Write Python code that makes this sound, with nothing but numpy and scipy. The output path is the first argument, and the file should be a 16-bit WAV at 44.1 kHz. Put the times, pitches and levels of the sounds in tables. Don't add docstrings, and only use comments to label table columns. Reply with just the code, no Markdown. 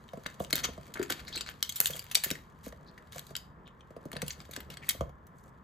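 import sys
import numpy as np
from scipy import signal
from scipy.fft import rfft, irfft, next_fast_len
from scipy.io import wavfile
from scipy.ndimage import uniform_filter1d

SR = 44100
rng = np.random.default_rng(int(sys.argv[2]) if len(sys.argv) > 2 else 0)


def file_out(sig):
    cols = np.atleast_2d(sig).T
    lim = np.clip(cols, -1, 1)
    pcm = np.round(lim * 32767).astype(np.int16)
    wavfile.write(sys.argv[1], SR, pcm)


N = 248459
SIZE = 4096
TIME = np.arange(N) / SR

# (time [s], level [dB], rim [dB])
KNOCKS = [(0.136, -42, 22), (0.175, -46, 5), (0.263, -49.5, 3.5), (0.405, -34, 7.5), (0.532, -38, -3),
          (0.645, -49.5, 2), (0.689, -43.5, 3.5), (0.78, -45.5, 3), (0.997, -32, -13.5), (1.019, -37, -22),
          (1.107, -41.5, -11), (1.366, -48.5, -12.5), (1.802, -48.5, -3), (1.901, -44, 9.5),
          (1.948, -52, 20), (2.264, -46, -1.5), (2.312, -38.5, -5.5), (2.668, -43, 3), (2.728, -51.5, 14),
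          (3.16, -48, 21.5), (3.31, -49.5, 4), (3.908, -51, 4), (3.967, -46, 5), (4.057, -42, -3.5),
          (4.136, -47, 2.5), (4.162, -43, 10), (4.228, -37, 3.5), (4.493, -52, 1.5), (4.576, -47, -5),
          (4.95, -50, 6), (5.011, -32, 15), (5.096, -51.5, 14)]
# (frequency [Hz], width [Hz], level [dB])
CARDBOARD_MODES = [(73.14, 45, -3.5), (146, 11, 8.5), (216, 125, 2.5), (330, 24, 0.5), (425, 110, -2),
                   (502.7, 140, -3.5), (600, 100, -8), (690, 440, 1), (1178, 58, -9)]


def crease_snaps(rise_s=0.0002, spike_db=4, ripple_db=5, edge_share=0.4):
    # (time [s], level [dB], decay [s], low-mid body [dB], top-end air [dB])
    creases = [(0.0891, -54, 0.0016, -3, -25), (0.2647, -37.5, 0.0015, 0, -4),
               (0.3995, -43.5, 0.001, -5, 18), (0.4472, -45, 0.00086, -2, -11), (0.5057, -36, 0.0036, 9, 6),
               (0.5283, -20.5, 0.0032, 0, -1), (0.5555, -24, 0.0014, 0, 10.5), (0.563, -31, .003, -10, 12),
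               (0.59, -38, 0.004, -1, -4), (0.6435, -30, 0.0015, -7, -9), (0.6506, -39.5, 0.0017, 7, -16),
               (0.9391, -40.5, 0.0036, -1, -0.5), (1.0275, -35.5, 0.0077, 5.5, 2),
               (1.0997, -29.5, 0.0037, 19, 20), (1.1191, -37.5, 0.0051, 12, -3.5),
               (1.2804, -42, 0.009, 1, -4), (1.3271, -43, 0.00093, -13, -13.5), (1.358, -35, .003, -1, 1),
               (1.3746, -36, 0.008, 3, -12), (1.4085, -32.5, 0.0057, -4, -7.5), (1.496, -45, 0.0039, 1, 16),
               (1.627, -22.5, 0.0017, -7.5, -2.5), (1.6927, -30, 0.0053, -4, 6),
               (1.7227, -39.5, .0024, -5, 0), (1.758, -32, 0.014, -11, 2.5), (1.8024, -16, 0.0015, 1, 8),
               (1.812, -24.5, .0023, 11, 19), (1.8576, -22, 0.0015, -3, 3),
               (1.8695, -27.5, 0.0094, -6, 10.5), (1.9047, -34.5, 0.0065, -1, 8),
               (1.9328, -38, .003, -7, -5), (1.9632, -37, .003, -3, 12.5), (1.993, -34, 0.0028, -7, 8),
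               (2.041, -45.5, 0.001, -9, 23.5), (2.1133, -34.5, 0.0073, -2, 1.5),
               (2.147, -24, 0.0041, -0.5, 13), (2.1522, -15.5, 0.0035, -5.5, 1),
               (2.1702, -33, 0.0066, 4, 0), (2.2372, -25.5, 0.0032, 3.5, 7.5),
               (2.2449, -24, 0.0052, 2, 13.5), (2.3038, -30.5, .003, 1, -1), (2.3122, -28.5, 0.0018, 2, 5),
               (2.3525, -42, 0.0058, 9.5, -2), (2.7244, -51, 0.0018, 7.5, -5),
               (2.978, -49, 0.0056, 15.5, -2), (3.1935, -39, 0.001, -6, 10), (3.267, -50.5, .0025, -1, 4),
               (3.3529, -33.5, 0.0019, -4, -14), (3.3645, -33, 0.0034, -3.5, 2.5),
               (3.6762, -55, 0.0029, 6, -6.5), (3.8075, -56.5, .003, 1.5, -21.5),
               (4.1169, -42, 0.0014, 12, 2), (4.1302, -42, 0.0019, 6, -6), (4.1661, -36.5, .0025, 8, -19),
               (4.2182, -32, 0.0036, 4, 0), (4.2805, -34, 0.0028, -3, 2.5),
               (4.3051, -39.5, .0023, -21, -20), (4.4031, -47, 0.0025, 5, -15), (4.5114, -44, 0.0063, 3, 8),
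               (4.536, -43, .003, -1, 1), (4.5633, -35.5, 0.0017, 7.5, -2.5),
               (4.6038, -41.5, 0.0033, 10.5, 5), (4.7018, -44, 0.0039, 9, -5),
               (4.7706, -42.5, .003, 10, -6), (4.8902, -21, 0.002, -3, 12.5),
               (4.895, -24.5, 0.0025, -13, -3.5), (4.9067, -30, .0043, 1.5, 3),
               (5.268, -54.5, .004, -7, 11.5)]
    touches = [(s - .003, db - 12, 0.0046, 6, 0) for s, db, _ in KNOCKS]
    out, hz, t = np.zeros(N), bins(SIZE), np.arange(SIZE) / SR
    film = wrap_colour(hz)
    ripple_hz = np.linspace(0, SR / 2, 48)
    attack = int(.006 * SR)
    for s, db, decay_s, body_db, air_db in creases + touches:
        clicks = rng.standard_normal(SIZE) * undb(spike_db * rng.standard_normal(SIZE))
        burst = clicks * np.exp(-t / decay_s) * (1 - np.exp(-t / rise_s))
        edge_db = edge_share * air_db
        tone = colour([(1900, body_db), (3200, 0.086), (4700, -2.2), (6500, edge_db),
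                       (8500, edge_db), (11500, air_db)], hz)
        ripple = undb(ripple_db * np.interp(hz, ripple_hz, rng.standard_normal(len(ripple_hz))))
        snap = irfft(rfft(burst) * causal(film * tone * ripple))
        add(out, s, snap * undb(db) / np.sqrt(np.mean(snap[:attack] ** 2)))
    return out


def wrap_colour(hz):
    # (frequency [Hz], level [dB])
    film_tone = [(250, -16), (900, -10.5), (1550, 1), (2100, -4), (2700, -0.5), (3250, 2.5), (3900, 0.5),
                 (4600, 1.5), (5400, -5.5), (6500, -1), (8000, -4.5), (10000, 0.5), (12600, -8),
                 (15500, -5.5)]
    # (frequency [Hz], width [Hz], level [dB])
    film_modes = [(2175, 110, 2), (3307, 78, -7), (3780, 240, -9.5), (4570, 52, -6), (6290, 18, -2),
                  (7700, 69, 0.5), (8660, 30, -10), (13000, 68, -9)]
    return colour(film_tone, hz) * np.abs(1 + resonances(film_modes, hz))


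def panel_knocks(soft_hz=760, detune=0.01947, vary_db=1.5, travel_s=.006):
    out, hz = np.zeros(N), bins(SIZE)
    chirp = np.exp(-4j * np.pi * travel_s * np.sqrt(500 * (hz + 50)))
    soft_pad = 1 / np.sqrt(1 + (hz / soft_hz) ** 4)
    for s, db, rim_db in KNOCKS:
        chance = rng.standard_normal((len(CARDBOARD_MODES), 2))
        modes = [(f * (1 + detune * shift), width, mode_db + vary_db * lift)
                 for (f, width, mode_db), (shift, lift) in zip(CARDBOARD_MODES, chance)]
        panel = np.sqrt(sum(np.abs(resonances([mode], hz)) ** 2 for mode in modes))
        bass_db = 0.7 * rim_db - 0.5
        tone = colour([(20, -10.5), (60, bass_db), (200, bass_db), (300, 0), (400, 0), (500, rim_db),
                       (700, rim_db - 2.5), (800, rim_db - 15.5), (1150, rim_db + 0.5),
                       (2500, rim_db - 19)], hz)
        knock = irfft(causal(panel * tone * soft_pad) * chirp * fingertip_force())
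        strength = np.sqrt(np.sum(knock ** 2) / (.03 * SR))
        add(out, s - travel_s, knock * undb(db) / strength)
    return out


def fingertip_force(settle_s=.0035):
    t = np.arange(SIZE) / SR
    settling = rng.standard_normal(SIZE) * t * np.exp(-t / settle_s)
    return 1 + .8 * rfft(settling) / np.sqrt(np.sum(settling ** 2))


def skin_rub(edge_s=.007, swell_share=0.11, flutter_db=1.5):
    # (time [s], level [dB])
    rustle_levels = [(0, -66.5), (.5, -62), (1.6, -63.5), (2.05, -58), (2.45, -69.5), (2.8, -74.5),
                     (3.3, -65), (3.55, -87), (4.4, -62), (4.8, -76.5), (5.15, -87), (5.63, -79)]
    # (start [s], end [s], level [dB], treble [dB])
    slides = [(0.257, 0.266, -41, -16), (0.402, 0.453, -50, 10), (0.535, 0.608, -40, -1),
              (0.635, 0.659, -30.5, -1.5), (0.948, 1.028, -48, -43), (1.093, 1.139, -36, -2),
              (1.165, 1.214, -48.5, -4.5), (1.254, 1.423, -52, -7), (1.461, 1.521, -46.5, -5.5),
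              (1.725, 1.832, -52.5, 1.5), (1.827, 1.879, -36, 12), (1.916, 2.007, -44, 5),
              (2.226, 2.297, -40, 2), (2.63, 2.693, -51, 5), (3.118, 3.2, -50, 3), (3.236, 3.327, -60, 6),
              (4.138, 4.215, -57.5, -8), (4.259, 4.336, -47.5, 6), (4.527, 4.575, -50.5, -1),
              (4.701, 4.75, -50, -1), (4.822, 4.905, -53, 2), (5.341, 5.499, -70.5, 14.5)]
    hz = bins(SIZE)
    film = wrap_colour(hz) * colour([(300, 8.5), (1200, 4.5), (3500, -3.5)], hz)
    friction = unit(stick_slip() + crinkle()) * undb(flutter_db * wander(50))
    out = unit(through(friction, causal(film))) * follow(rustle_levels)
    for start, end, db, treble_db in slides:
        t = np.arange(int((end - start) * SR) + int(edge_s * SR)) / SR
        swell_s = edge_s + swell_share * t[-1]
        pressure = np.clip(np.minimum(t / swell_s, (t[-1] - t) / edge_s), 0, 1)
        stroke = np.roll(friction, -int(start * SR))[:len(t)] * pressure
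        tilt = colour([(1500, -treble_db / 2), (4000, 0.025), (7000, treble_db)], hz)
        ring = irfft(causal(film * tilt))
        slide = signal.fftconvolve(stroke, ring) / np.sqrt(np.sum(ring ** 2))
        add(out, start - edge_s / 2, slide * undb(db))
    return out


def stick_slip(grains_per_s=650, grain_db=1.5, grain_s=0.0027, hiss_db=-6):
    sizes = undb(grain_db * np.minimum(rng.exponential(size=N), 4))
    catches = sizes ** 2 * (rng.random(N) < grains_per_s / SR)
    power = signal.lfilter([1], [1, -np.exp(-2 / (grain_s * SR))], catches)
    return unit(rng.standard_normal(N) * (unit(np.sqrt(power)) + undb(hiss_db)))


def crinkle(ticks_per_s=45, scatter_db=3.0, tick_s=.0007, gain_db=1):
    sizes = undb(scatter_db * np.clip(rng.standard_normal(N), -1.5, 1.5))
    ticks = sizes * (rng.random(N) < ticks_per_s / SR)
    bursts = signal.lfilter([1], [1, -np.exp(-1 / (tick_s * SR))], ticks)
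    return unit(bursts * rng.standard_normal(N)) * undb(gain_db)


def skin_squeaks(width_hz=900, slips_per_s=190, slip_s=0.0019, drag_db=-15):
    # (start [s], length [s], pitch [Hz], level [dB])
    squeaks = [(0.632, 0.028, 6360, -38.5), (1.265, 0.026, 4250, -49.5), (1.32, 0.075, 4150, -42),
               (1.455, 0.044, 4300, -52.5), (2.857, 0.052, 4330, -64), (3.65, 0.045, 3250, -63),
               (4.298, 0.017, 1960, -48), (4.305, 0.012, 6370, -42), (4.817, 0.034, 2140, -51.5),
               (4.884, 0.018, 2040, -37.5)]
    size = 2 * SIZE
    out, hz, t = np.zeros(N), bins(size), np.arange(size) / SR
    for start, length_s, pitch_hz, db in squeaks:
        slip_times = np.r_[0, np.cumsum(rng.uniform(.3, 1.7, 128)) / slips_per_s]
        since_slip = t - slip_times[np.searchsorted(slip_times, t, side="right") - 1]
        force = rng.standard_normal(size) * (np.exp(-since_slip / slip_s) + undb(drag_db))
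        peak = resonances([(pitch_hz, width_hz, 0)], hz) ** 2
        ring = irfft(rfft(force) * peak)
        pressure = np.sin(np.linspace(0, np.pi, int(length_s * SR)))
        add(out, start, unit(ring[:len(pressure)] * pressure) * undb(db))
    return out


def palm_drag(flutter_db=3, gain_db=-4):
    # (time [s], relative level [dB])
    drag_levels = [(0, -50.5), (.14, -63.5), (.55, -51), (1.4, -53.5), (1.65, -61.5), (3.3, -55.5),
                   (3.7, -58), (4.75, -51), (5.2, -57), (5.63, -55.5)]
    hz = bins(SIZE)
    soft_palm = causal(colour([(60, -17), (140, 2.5), (700, -12), (1500, -13), (4000, -28.5)], hz))
    drag = unit(through(rng.standard_normal(N), resonances(CARDBOARD_MODES, hz) * soft_palm))
    return drag * follow(drag_levels) * undb(gain_db + flutter_db * wander(25))


def box_sway(rise_s=.03, rest_db=-60, gain_db=-4):
    # (time [s], relative level [dB], decay [s])
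    lurches = [(.69, -47, 0.061), (1.21, -48.5, 0.13), (2.021, -51, .04), (2.7, -55, 0.066),
               (4.16, -55.5, .25), (5.025, -35, 0.026)]
    tone = colour([(12, -28), (30, -13.5), (70, 1), (110, -9.5), (300, -44), (1000, -71)], bins(SIZE))
    rumble = unit(through(rng.standard_normal(N), causal(tone)))
    swells = sum(undb(db) * np.exp(-np.maximum((s - TIME) / rise_s, (TIME - s) / decay_s))
                 for s, db, decay_s in lurches)
    return rumble * (undb(rest_db) + swells) * undb(gain_db)


def early_bounces(dry):
    # (delay [s], relative level [dB])
    bounces = [(.0013, -12), (.0031, -18.5), (.0056, -27.5), (.0083, -12.5)]
    hz = bins(SIZE)
    echoes = sum(undb(db) * np.exp(-2j * np.pi * hz * delay_s) for delay_s, db in bounces)
    tone = colour([(250, -10.5), (1000, -5), (3000, -3.5), (6000, 3.5), (9000, -15.5)], hz)
    side = through(dry, echoes * causal(tone))
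    return np.array([side, -side])


def room_tail(dry, build_s=0.0033, wall_s=0.021, wall_db=4, size=24000):
    # (centre [Hz], time to fall 60 dB [s], level [dB])
    bands = [(118, 0.63, -10), (410.4, 0.21, -7), (1240, 0.32, -8.5), (3680, 0.29, -10),
             (8460, 0.25, -13.5), (14000, 0.27, -15)]
    t, hz = np.arange(size) / SR, bins(size)
    diffuse, response = diffuse_noise(size), 0
    log_centres = np.log(np.array(bands)[:, 0])
    wall = undb(wall_db * np.exp(-((t - wall_s) / .003) ** 2))
    onset = (1 - np.exp(-(t / build_s) ** 2)) * wall
    for weights, (_, t60, db) in zip(np.eye(len(bands)), bands):
        envelope = onset * np.exp(-np.log(1000) * t / t60)
        band = irfft(diffuse * np.interp(np.log(hz), log_centres, weights))
        response = response + band * undb(db) * envelope / np.sqrt(np.sum(envelope ** 2))
    return signal.fftconvolve(dry[None], response, axes=1)[:, :N]


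def room_air(air_db=-57, waver_db=0.24, hiss_db=-87.5):
    # (frequency [Hz], relative level [dB])
    air_tone = [(15, -31.5), (25, -16), (76, -3.5), (228, -5), (311, -20.5), (360, -15), (461, -14),
                (533, -21.5), (727, -21), (1030, -9.5), (1470, -17.5), (1730, -18), (2570, -39.5),
                (3500, -39), (4550, -76), (7700, -120)]
    size = 2 * next_fast_len(N // 2 + 1)
    air = unit(irfft(diffuse_noise(size) * colour(air_tone, bins(size)))[:, :N])
    hiss = unit(irfft(diffuse_noise(size))[:, :N])
    return air * undb(air_db - waver_db * wander(4.3)) + hiss * undb(hiss_db)


def diffuse_noise(size, spread=.45):
    mid, side = rfft(rng.standard_normal((2, size)))
    side_tone = [(60, -8), (300, -3), (1000, 7.5), (2500, -5), (6000, 7), (9000, -19.5)]
    width = spread * colour(side_tone, bins(size))
    return np.array([mid + width * side, mid - width * side]) / np.sqrt(1 + width ** 2)


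def undb(db):
    return 10 ** (np.asarray(db) / 20)


def unit(x):
    return x / np.sqrt(np.mean(x ** 2))


def bins(size):
    return np.maximum(np.arange(size // 2 + 1) * SR / size, 1)


def colour(points, hz):
    f, db = np.transpose(points)
    return undb(np.interp(np.log(hz), np.log(f), db))


def resonances(modes, hz):
    return sum(undb(db) / (1 + 1j * (hz ** 2 - f ** 2) / (hz * width)) for f, width, db in modes)


def causal(gain):
    cepstrum = irfft(np.log(gain + 1e-9))
    half = len(cepstrum) // 2
    return np.exp(rfft(np.r_[cepstrum[0], 2 * cepstrum[1:half], np.zeros(half)]))


def through(x, response):
    return signal.fftconvolve(x, irfft(response))[:N]


def follow(curve):
    return undb(np.interp(TIME, *np.transpose(curve)))


def wander(steps_per_s):
    hold = int(SR / steps_per_s)
    steps = np.repeat(rng.standard_normal(N // hold + 1), hold)
    return 1.3 * uniform_filter1d(uniform_filter1d(steps, hold), hold)[:N]


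def add(track, s, sound):
    i = max(int(s * SR), 0)
    track[i:i + len(sound)] += sound[:max(N - i, 0)]


def scene():
    box = crease_snaps() + panel_knocks() + skin_rub() + skin_squeaks() + palm_drag() + box_sway()
    return box + early_bounces(box) + room_tail(box) + room_air()


def record(dry, top_hz=16000):
    # (frequency [Hz], lead of left over right [rad])
    port_phase = [(0, 0), (1550, -2.1), (1810, 0.1), (2410, 1.0), (3100, 1.2), (3700, 0.4), (5860, -0.3),
                  (7320, -0.2), (9300, -2.7), (11400, -4.5), (12000, -5.8), (13600, -6.6), (15200, -9.2),
                  (16400, -9.5)]
    # (frequency [Hz], left minus right [dB])
    port_balance = [(60, 0.5), (200, -0.2), (400, 3), (700, -2), (1290, 2), (2400, 3.5), (4400, 3.5),
                    (8000, -0.16), (15000, 0)]
    size = 2 * next_fast_len(N // 2 + SIZE)
    hz = bins(size)
    lead = np.interp(hz, *np.transpose(port_phase))
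    left = np.exp(.5j * lead) * np.sqrt(colour(port_balance, hz))
    ports = irfft(rfft(dry, size) * np.array([left, 1 / left]))[:, :N]
    return signal.sosfilt(signal.ellip(10, .2, 80, top_hz, fs=SR, output="sos"), ports)


dry = scene()
out = record(dry)
file_out(out)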